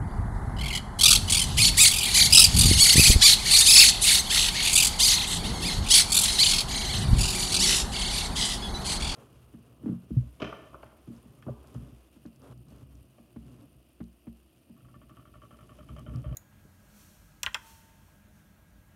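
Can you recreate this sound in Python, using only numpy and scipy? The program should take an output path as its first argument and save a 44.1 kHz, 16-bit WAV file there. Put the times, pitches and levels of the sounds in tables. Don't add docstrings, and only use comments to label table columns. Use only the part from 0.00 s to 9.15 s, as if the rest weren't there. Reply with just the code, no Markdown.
import sys
import numpy as np
from scipy import signal
from scipy.fft import rfft, irfft, next_fast_len
from scipy.io import wavfile

SR = 44100
rng = np.random.default_rng(int(sys.argv[2]) if len(sys.argv) > 2 else 0)


def unload_wav(signal):
    wavfile.write(
        sys.argv[1],
        SR,
        np.round(np.clip(np.atleast_2d(signal).T, -1, 1) * 32767).astype(np.int16),
    )


N = 403515
T = np.arange(N) / SR

# start t/s, end t/s, base pitch f/Hz, level before the call's own rise and fall /dB,
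# loudest point /share of the length, treble colour level/dB
RATTLE_CALLS = [(0.56, 0.795, 1048, -28.5, 0.88, 1), (.984, 1.183, 1128, -11.5, 0.52, -1),
                (1.272, 1.456, 1077, -19, 0.33, 3.5), (1.887, 2.09, 1156, -22, 0.13, 7.5),
                (2.297, 2.476, 1235, -8, 0.37, 1.5), (2.536, 2.701, 1150, -15.5, 0.48, 4),
                (3.487, 3.649, 1120, -16, 0.68, 3.5), (4.599, 4.742, 1083, -23.5, 0.55, 3.5),
                (4.703, 4.892, 1124, -15.5, 0.26, 3.5), (5.836, 5.909, 1150, -29.5, 0.98, 2),
                (6.092, 6.277, 1141, -18, 0.4, 7), (6.461, 6.632, 1050, -22, 0.49, -3),
                (7.158, 7.387, 1143, -25.5, 0.31, 2.5), (7.492, 7.616, 1110, -23, 0.55, -0.5),
                (8.972, 9.16, 1094, -31, 0.42, 0)]
# start t/s, end t/s, crest pitch f/Hz, opening buzz t/s, first arches /per s,
# roughness /0-1, level before the call's own rise and fall /dB, treble colour level/dB
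SCREECH_CALLS = [(1.567, 1.709, 2406, 0.054, 30, 0.46, -14.5, -1),
                 (1.767, 1.903, 2395, 0.07, 42, 0.52, -10.5, 4.5),
                 (2.052, 2.157, 2470, .01, 36, .44, -25, 4.5),
                 (2.132, 2.285, 2390, 0.027, 41, 0.4, -13.5, 0.5),
                 (2.651, 2.809, 2210, 0.013, 26.3, .33, -19.5, 0),
                 (2.774, 2.958, 2340, 0.053, 43, .58, -11.5, 0),
                 (2.95, 3.15, 2455, 0.062, 29, 0.71, -11.5, -0.5),
                 (3.206, 3.354, 2307, 0.061, 55, 0.45, -9, -2), (3.445, 3.533, 2405, 0.02, 82, 0, -21, -1),
                 (3.497, 3.687, 2220, 0.045, 26, 0.7, -14, -1),
                 (3.655, 3.865, 2686, 0.035, 35.6, 0.22, -8, 1),
                 (3.746, 3.919, 2256, 0.077, 45, 0.26, -11, -0.5),
                 (4.007, 4.219, 2308, 0.047, 32.7, 0.46, -17, 3),
                 (4.051, 4.187, 2256, 0.029, 57, 0.88, -18.5, -1),
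                 (4.291, 4.508, 2103, 0.029, 69, .72, -19, -0.5),
                 (4.532, 4.743, 2240, 0.043, 59, 0.8, -25.5, -5),
                 (4.985, 5.166, 2293, .07, 28, 0.47, -16, .5),
                 (5.032, 5.266, 2107, 0.034, 44, 0.42, -23.5, -2.5),
                 (5.261, 5.396, 2130, 0.029, 74, 0.05, -27.5, 5.5),
                 (5.427, 5.541, 2190, 0.053, 45, .22, -34.5, -4),
                 (5.61, 5.759, 2200, 0.075, 43, 0.3, -27.5, -3),
                 (5.894, 6.032, 2347, .034, 54, 0.29, -11.5, -2),
                 (6.197, 6.417, 2202, 0.045, 47, 0.77, -24, 1),
                 (6.376, 6.535, 2480, 0.04, 39, 0.52, -16.5, 1),
                 (6.676, 6.89, 2320, 0.019, 35, 0.28, -28.5, -3),
                 (6.863, 7.056, 2190, 0.054, 32, 0.17, -30, -2),
                 (7.326, 7.55, 2387, 0.042, 49, 0.4, -27.5, 1.5),
                 (7.586, 7.83, 2082, 0.065, 67, 0.65, -19, 0),
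                 (7.911, 8.136, 2305, 0.028, 38, 0.3, -29, -1),
                 (8.092, 8.282, 2335, 0.052, 43, 0.58, -28.5, -1),
                 (8.348, 8.568, 2093, 0.052, 72, 0.8, -25.5, 0),
                 (8.84, 8.988, 2395, 0.035, 35.7, 0.77, -27.5, -0.5)]
# start t/s, end t/s, pitch f/Hz, level/dB, low colour level/dB
SOFT_NOTES = [(8.617, 8.683, 1681, -36, 11), (8.733, 8.794, 1990, -38, -1)]
# f/Hz, level/dB
THROAT_COLOUR = [(600, -34), (1200, -21.5), (1650, -17.5), (1950, -13), (2200, -11), (3000, -1),
                 (3800, -2.5), (4500, 0), (5600, -8.5), (7000, -6.5), (8000, -7), (10500, -6.5),
                 (12000, -14.5), (13200, -24.5), (15500, -24.5)]
# t/s, distance/m
CALLER_DISTANCE = [(0, 4.4), (3.7, 9.4), (4.5, 6.9), (6.0, 11.7), (9.15, 24)]
# f/Hz, relative level per Hz /dB
ROAR_COLOUR = [(15, -30), (25, 3), (55, 2.5), (102, -6), (173, -6.5), (224, -8), (267, -12.5), (323, -19),
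               (371, -14), (516, -22.5), (798, -12), (1440, -22), (1600, -23), (2080, -27), (3520, -120)]
ROAR_TOP_COLOUR = [(2200, -25), (4000, -56), (11000, -41.5), (13000, -63)]
# t/s, level/dB
ROAR_LEVEL = [(0.2, -45.5), (7.66, -43.5), (9.1, -44)]
# peak t/s, time from peak to 1/e of its gain t/s,
# rumble level/dB, drone level/dB
PASSING_ENGINES = [(5.55, .25, -37.5, -59), (7.097, 0.32, -56, -48.5), (7.647, 0.3, -39, -44.5),
                   (8.7, 0.33, -44, -54)]
# f/Hz, relative level/dB
RUMBLE_COLOUR = [(60, -24.0), (130, -17.5), (170, 0.5), (230, -8.5), (400, -13.5),
                 (700, -25.5), (2000, -88), (7000, -94)]
# peak t/s, time from peak to 1/e of its gain t/s, level/dB
WIND_GUSTS = [(0.033, 0.046, -28), (0.215, 0.054, -26.5), (0.53, 0.28, -30), (1.176, 0.13, -29.5),
              (1.62, 0.25, -26.5), (2.31, 0.17, -28), (2.646, 0.14, -18.5), (3.07, 0.15, -25.5),
              (5.5, 0.21, -35), (5.812, 0.052, -26), (7.118, 0.15, -21.5)]
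# t/s, pitch f/Hz, level of the push /dB
WIND_THUMPS = [(2.658, 107, -9), (2.714, 132, -5.5), (2.958, 156, -10.5), (2.982, 129, -5.5),
               (2.996, 145, -5.5), (3.1, 54, -3), (3.104, 188, -10.5), (3.161, 55, -6), (3.164, 168, -16),
               (7.107, 51.5, -17), (7.132, 65, -4)]
# f/Hz, relative level/dB
CHURN_COLOUR = [(15, -24), (40, 6.0), (110, 3), (200, -6), (400, -25.0), (800, -38), (2000, -37), (7000, -105)]

TOP_HZ = 15650
PERCH_M, FULL_CRY_DB, SCATTER_DB = 6.58, -4.5, -11
SCATTER_PER_DB = 0.63
AIR_DB_PER_M = 0.56
RATTLE_LOW_DB, RATTLE_LOW_SLOPE = -9.5, 0.89
SCREECH_LOW_DB, SCREECH_LOW_SLOPE = -5, 0.58
SYLLABLES_PER_S = 42.8
FIRST_SYLLABLE_DB = -3.5
ALARM_S, UPROAR_S, FLOCK_DB, FLOCK_FADE_DB_PER_S = 0.96, 2.4, -30.5, 2.5
DISTANT_ENGINES_DB = -58.5


def near_birds():
    calls = []
    for start, end, hz, db, crest, treble_db in RATTLE_CALLS:
        low_db = low_colour(start, db, RATTLE_LOW_DB, RATTLE_LOW_SLOPE)
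        calls.append((start, db, rattle(end - start, hz, crest, low_db, treble_db)))
    for start, end, hz, buzz_s, rate, rough, db, treble_db in SCREECH_CALLS:
        low_db = low_colour(start, db, SCREECH_LOW_DB, SCREECH_LOW_SLOPE)
        call = screech(end - start, hz, buzz_s, rate, rough, low_db, treble_db)
        calls.append((start, db, call))
    for start, end, hz, db, low_db in SOFT_NOTES:
        calls.append((start, db, note(end - start, hz, low_db)))
    out = np.zeros(N)
    for start, db, call in calls:
        add(out, start, gain(db) * travel(call, start))
    return out


def rattle(length, hz, crest, low_db, treble_db, duty=0.79, sag=0.35, arch=0.15, fade_db=-2):
    t = np.arange(int(length * SR)) / SR
    syllable = t * SYLLABLES_PER_S + 0.0313 * wander(t, 31.0)
    place = (2 * (syllable % 1) - 1) / duty
    gate = np.clip((1.1 - np.abs(place)) / 0.37, 0, 1)
    first_db = FIRST_SYLLABLE_DB * (syllable < 1)
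    gate *= gain(fade_db * place + first_db + wander(t, SYLLABLES_PER_S))
    edge = np.minimum(np.abs(place), 1) ** 1.8
    sagging = sag * edge * (1 + 0.5 * wander(t, SYLLABLES_PER_S))
    run_arch = arch * (np.sin(np.pi * t / length) - 0.8)
    pitch = hz * (1 + sagging + run_arch + 0.02 * wander(t, SYLLABLES_PER_S))
    halves = np.clip(0.9 + 0.58 * wander(t, SYLLABLES_PER_S), 0, 1)
    source = gate * syrinx(t, 2 * pitch, halves, rough=0.192 + 0.588 * edge)
    voice = beak(source, low_db, treble_db)
    return voice * effort(t, crest, rise_db=18, fall_db=7, attack=0.0091, release=0.024)


def screech(length, hz, buzz_s, rate, rough, low_db, treble_db,
            dip=0.44, trough_db=-2, droop=0.14, droop_s=0.03):
    t = np.arange(int(length * SR)) / SR
    broken = np.clip((t / max(buzz_s, 0.005) - 1) * 8 + 0.5, 0, 1)
    since = t - buzz_s
    arches = rate * since / (1 + np.abs(since)) - 0.3 + 0.0329 * wander(t, 40)
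    trough = 1 - np.abs(np.cos(np.pi * arches))
    buzz = (1.25 - 0.68 * np.exp(-t / 0.04)) * (1 + 0.05 * wander(t, 69.8))
    pitch = hz * ((1 - broken) * buzz + broken * (1 - dip * trough))
    pitch *= 1 + 0.02057 * wander(t, 130)
    pitch *= 1 - droop * np.exp((t - length) / droop_s)
    arch_halves = np.clip(0.05 + 0.3 * trough + 0.17 * wander(t, 60), 0, 1)
    halves = 0.7 * (1 - broken) + broken * arch_halves
    harsh = np.clip(rough, 0, 1) * (0.4 + 0.25 * (1 - broken) + 1.1 * trough * broken)
    harsh *= gain(3 * wander(t, 50))
    push = gain(trough_db * trough * broken + 0.43 * wander(t, 75.0))
    voice = beak(push * syrinx(t, pitch, halves, harsh), low_db, treble_db)
    return voice * effort(t, crest=0.45, rise_db=8.5, fall_db=6, attack=0.018)


def note(length, hz, low_db, treble_db=-5):
    t = np.arange(int(length * SR)) / SR
    clear = syrinx(t, hz * (1 + 0.015 * wander(t, 40)), halves=0.1, rough=0.15)
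    voice = beak(clear, low_db, treble_db)
    return voice * effort(t, crest=0.5, rise_db=0, fall_db=3)


def syrinx(t, hz, halves, rough, jitter=0.1195, jitter_hz=1500, shimmer=0.29, count=17):
    phase = np.pi * np.cumsum(hz * (1 + jitter * rough * wander(t, jitter_hz))) / SR
    pulses = np.zeros(len(t))
    for k in range(1, count):
        strength = gain(3.5 * wander(t, 55))
        line = strength * np.cos(k * phase) * (k * hz / 2 < TOP_HZ)
        pulses += line * (halves if k % 2 else 1)
    air = 0.5 * rng.standard_normal(len(t)) * (1 + np.cos(2 * phase))
    return unit(pulses) * (1 + shimmer * rough * wander(t, 700)) + rough * air


def beak(source, low_db, treble_db):
    hz = np.arange(1000, 16000, 380)
    ripple = np.c_[hz, 2.3 * rng.standard_normal(len(hz))]
    tilt = [(1100, -1), (2100, 0.95 * low_db), (3000, 0.83 * low_db),
            (4600, 1), (5200, 1.5), (7500, treble_db)]
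    voice = colour(source, THROAT_COLOUR)
    voice = colour(voice, tilt)
    return unit(colour(voice, ripple))


def effort(t, crest, rise_db, fall_db, attack=0.0084, release=0.02):
    place, crest = t / t[-1], np.clip(crest, 0.05, 0.95)
    rise = -rise_db * np.maximum(1 - place / crest, 0) ** 2
    fall = -fall_db * np.maximum(place - crest, 0) / (1 - crest)
    return gain(rise + fall) * np.minimum(t / attack, 1) * np.minimum((t[-1] - t) / release, 1)


def low_colour(when, level_db, full_cry_low_db, slope):
    held_back_db = max(FULL_CRY_DB - level_db - distance_loss(when), 0)
    return full_cry_low_db + slope * held_back_db


def caller_metres(when):
    return np.interp(when, *np.transpose(CALLER_DISTANCE))


def distance_loss(when):
    return 20 * np.log10(caller_metres(when) / PERCH_M)


def travel(call, when):
    top_db = -AIR_DB_PER_M * (caller_metres(when) - PERCH_M)
    dulled = colour(call, [(9000, 0), (13000, top_db)])
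    return scattered(dulled, SCATTER_DB + SCATTER_PER_DB * distance_loss(when))


def scattered(call, share_db, t60=0.13):
    t = np.arange(SR // 6) / SR
    paths = rng.standard_normal(len(t)) * (rng.random(len(t)) < 0.03) * (t > 0.003)
    paths *= gain(-60 * t / t60)
    paths *= gain(share_db) / np.linalg.norm(paths)
    paths[0] = 1
    return signal.fftconvolve(call, paths / np.linalg.norm(paths))


def far_birds(count=56, rough=0.29, low_db=4, treble_db=-1, scatter_db=-4, calm_db=-65):
    out = np.zeros(N)
    for k, (when, size, pitch, speed) in enumerate(rng.random((count, 4))):
        length, hz, rate = 0.2016 + 0.1 * size, 2050 + 350 * pitch, 30 + 20 * speed
        call = screech(length, hz, 0.055, rate, rough, low_db, treble_db)
        start = (k + when / 2) / count * N / SR - 0.1
        add(out, start, scattered(call, scatter_db))
    alarm = np.clip((T - ALARM_S) / (UPROAR_S - ALARM_S), 0, 1)
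    leaving_db = -FLOCK_FADE_DB_PER_S * np.maximum(T - UPROAR_S, 0)
    return unit(out) * (gain(calm_db) + alarm * gain(FLOCK_DB + leaving_db))


def trees(x, tail_db=-21, t60=0.53, ring_hz=4430, ring_db=7):
    t = np.arange(SR) / SR
    tail = rng.standard_normal(SR) * gain(-60 * t / t60) * np.minimum(t / 0.03, 1)
    ring = [(ring_hz - 200, 0), (ring_hz, ring_db), (ring_hz + 200, 0), (10000, 0), (14000, -6)]
    tail = unit(colour(tail, ring))
    return x + gain(tail_db) * signal.fftconvolve(x, tail)[:N] / np.sqrt(SR)


def traffic(drone_hz=380):
    roar = colour(rng.standard_normal(N), list(ROAR_COLOUR) + list(ROAR_TOP_COLOUR))
    tyre_band = signal.butter(4, [550, 1050], "band", fs=SR, output="sos")
    tyres = signal.sosfilt(tyre_band, roar)
    roar = roar / tyres.std() * gain(curve(ROAR_LEVEL) + 0.66 * wander(T, 4.1))
    rumble = unit(colour(rng.standard_normal(N), RUMBLE_COLOUR))
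    pitch = drone_hz * (1 + 0.0156 * wander(T, 2.4) + 0.015 * wander(T, 40))
    drone = np.sin(2 * np.pi * np.cumsum(pitch) / SR) * gain(2 * wander(T, 7.2))
    passing = np.zeros(N)
    for s, half, rumble_db, drone_db in PASSING_ENGINES:
        passing += rumble * swell(s, half, rumble_db) + drone * swell(s, half, drone_db)
    return roar + passing + gain(DISTANT_ENGINES_DB) * (rumble + drone)


def wind(suction=0.5):
    churn = unit(colour(rng.standard_normal(N), CHURN_COLOUR))
    out = churn * sum(swell(s, half, db) for s, half, db in WIND_GUSTS)
    t = np.arange(-SR // 20, SR // 20) / SR
    for s, hz, db in WIND_THUMPS:
        cycles = t * hz
        push = np.exp(-(cycles / 0.12) ** 2)
        suck = suction * np.exp(-((cycles - 0.45) / 0.28) ** 2)
        add(out, s + t[0], gain(db) * (push - suck))
    return out


def swell(s, half, db):
    return gain(db) * np.exp(-((T - s) / half) ** 2)


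def gain(db):
    return 10 ** (np.asarray(db) / 20)


def unit(x):
    return x / np.sqrt(np.mean(x ** 2) + 1e-18)


def curve(rows):
    return np.interp(T, *np.transpose(rows))


def add(out, start, x):
    i = max(int(start * SR), 0)
    out[i:i + len(x)] += x[:max(N - i, 0)]


def wander(t, rate):
    seed = rng.integers(2 ** 31)
    steps = np.random.default_rng(seed).standard_normal(int(t[-1] * rate) + 3)
    k, part = np.divmod(t * rate, 1)
    k, ease = k.astype(int), (1 - np.cos(np.pi * part)) / 2
    return steps[k] * (1 - ease) + steps[k + 1] * ease


def colour(x, points):
    size = next_fast_len(len(x) + 2048, True)
    size += size % 2
    hz, db = np.transpose(points)
    f = np.maximum(np.arange(size // 2 + 1) * SR / size, 1)
    level_db = np.interp(np.log(f), np.log(hz), db)
    cepstrum = irfft(np.log(gain(level_db)))
    cepstrum[1:size // 2] *= 2
    cepstrum[size // 2 + 1:] = 0
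    return irfft(rfft(x, size) * np.exp(rfft(cepstrum)))[:len(x)]


def scene():
    birds = trees(near_birds() + far_birds())
    return (birds + traffic() + wind())[None]


def record(dry, ceiling=0.92):
    rounded = dry / (1 + (dry / ceiling) ** 4) ** (1 / 4)
    top_cut = signal.ellip(10, 0.2, 70, TOP_HZ, fs=SR, output="sos")
    return signal.sosfilt(top_cut, rounded)


dry = scene()
out = record(dry)
unload_wav(out)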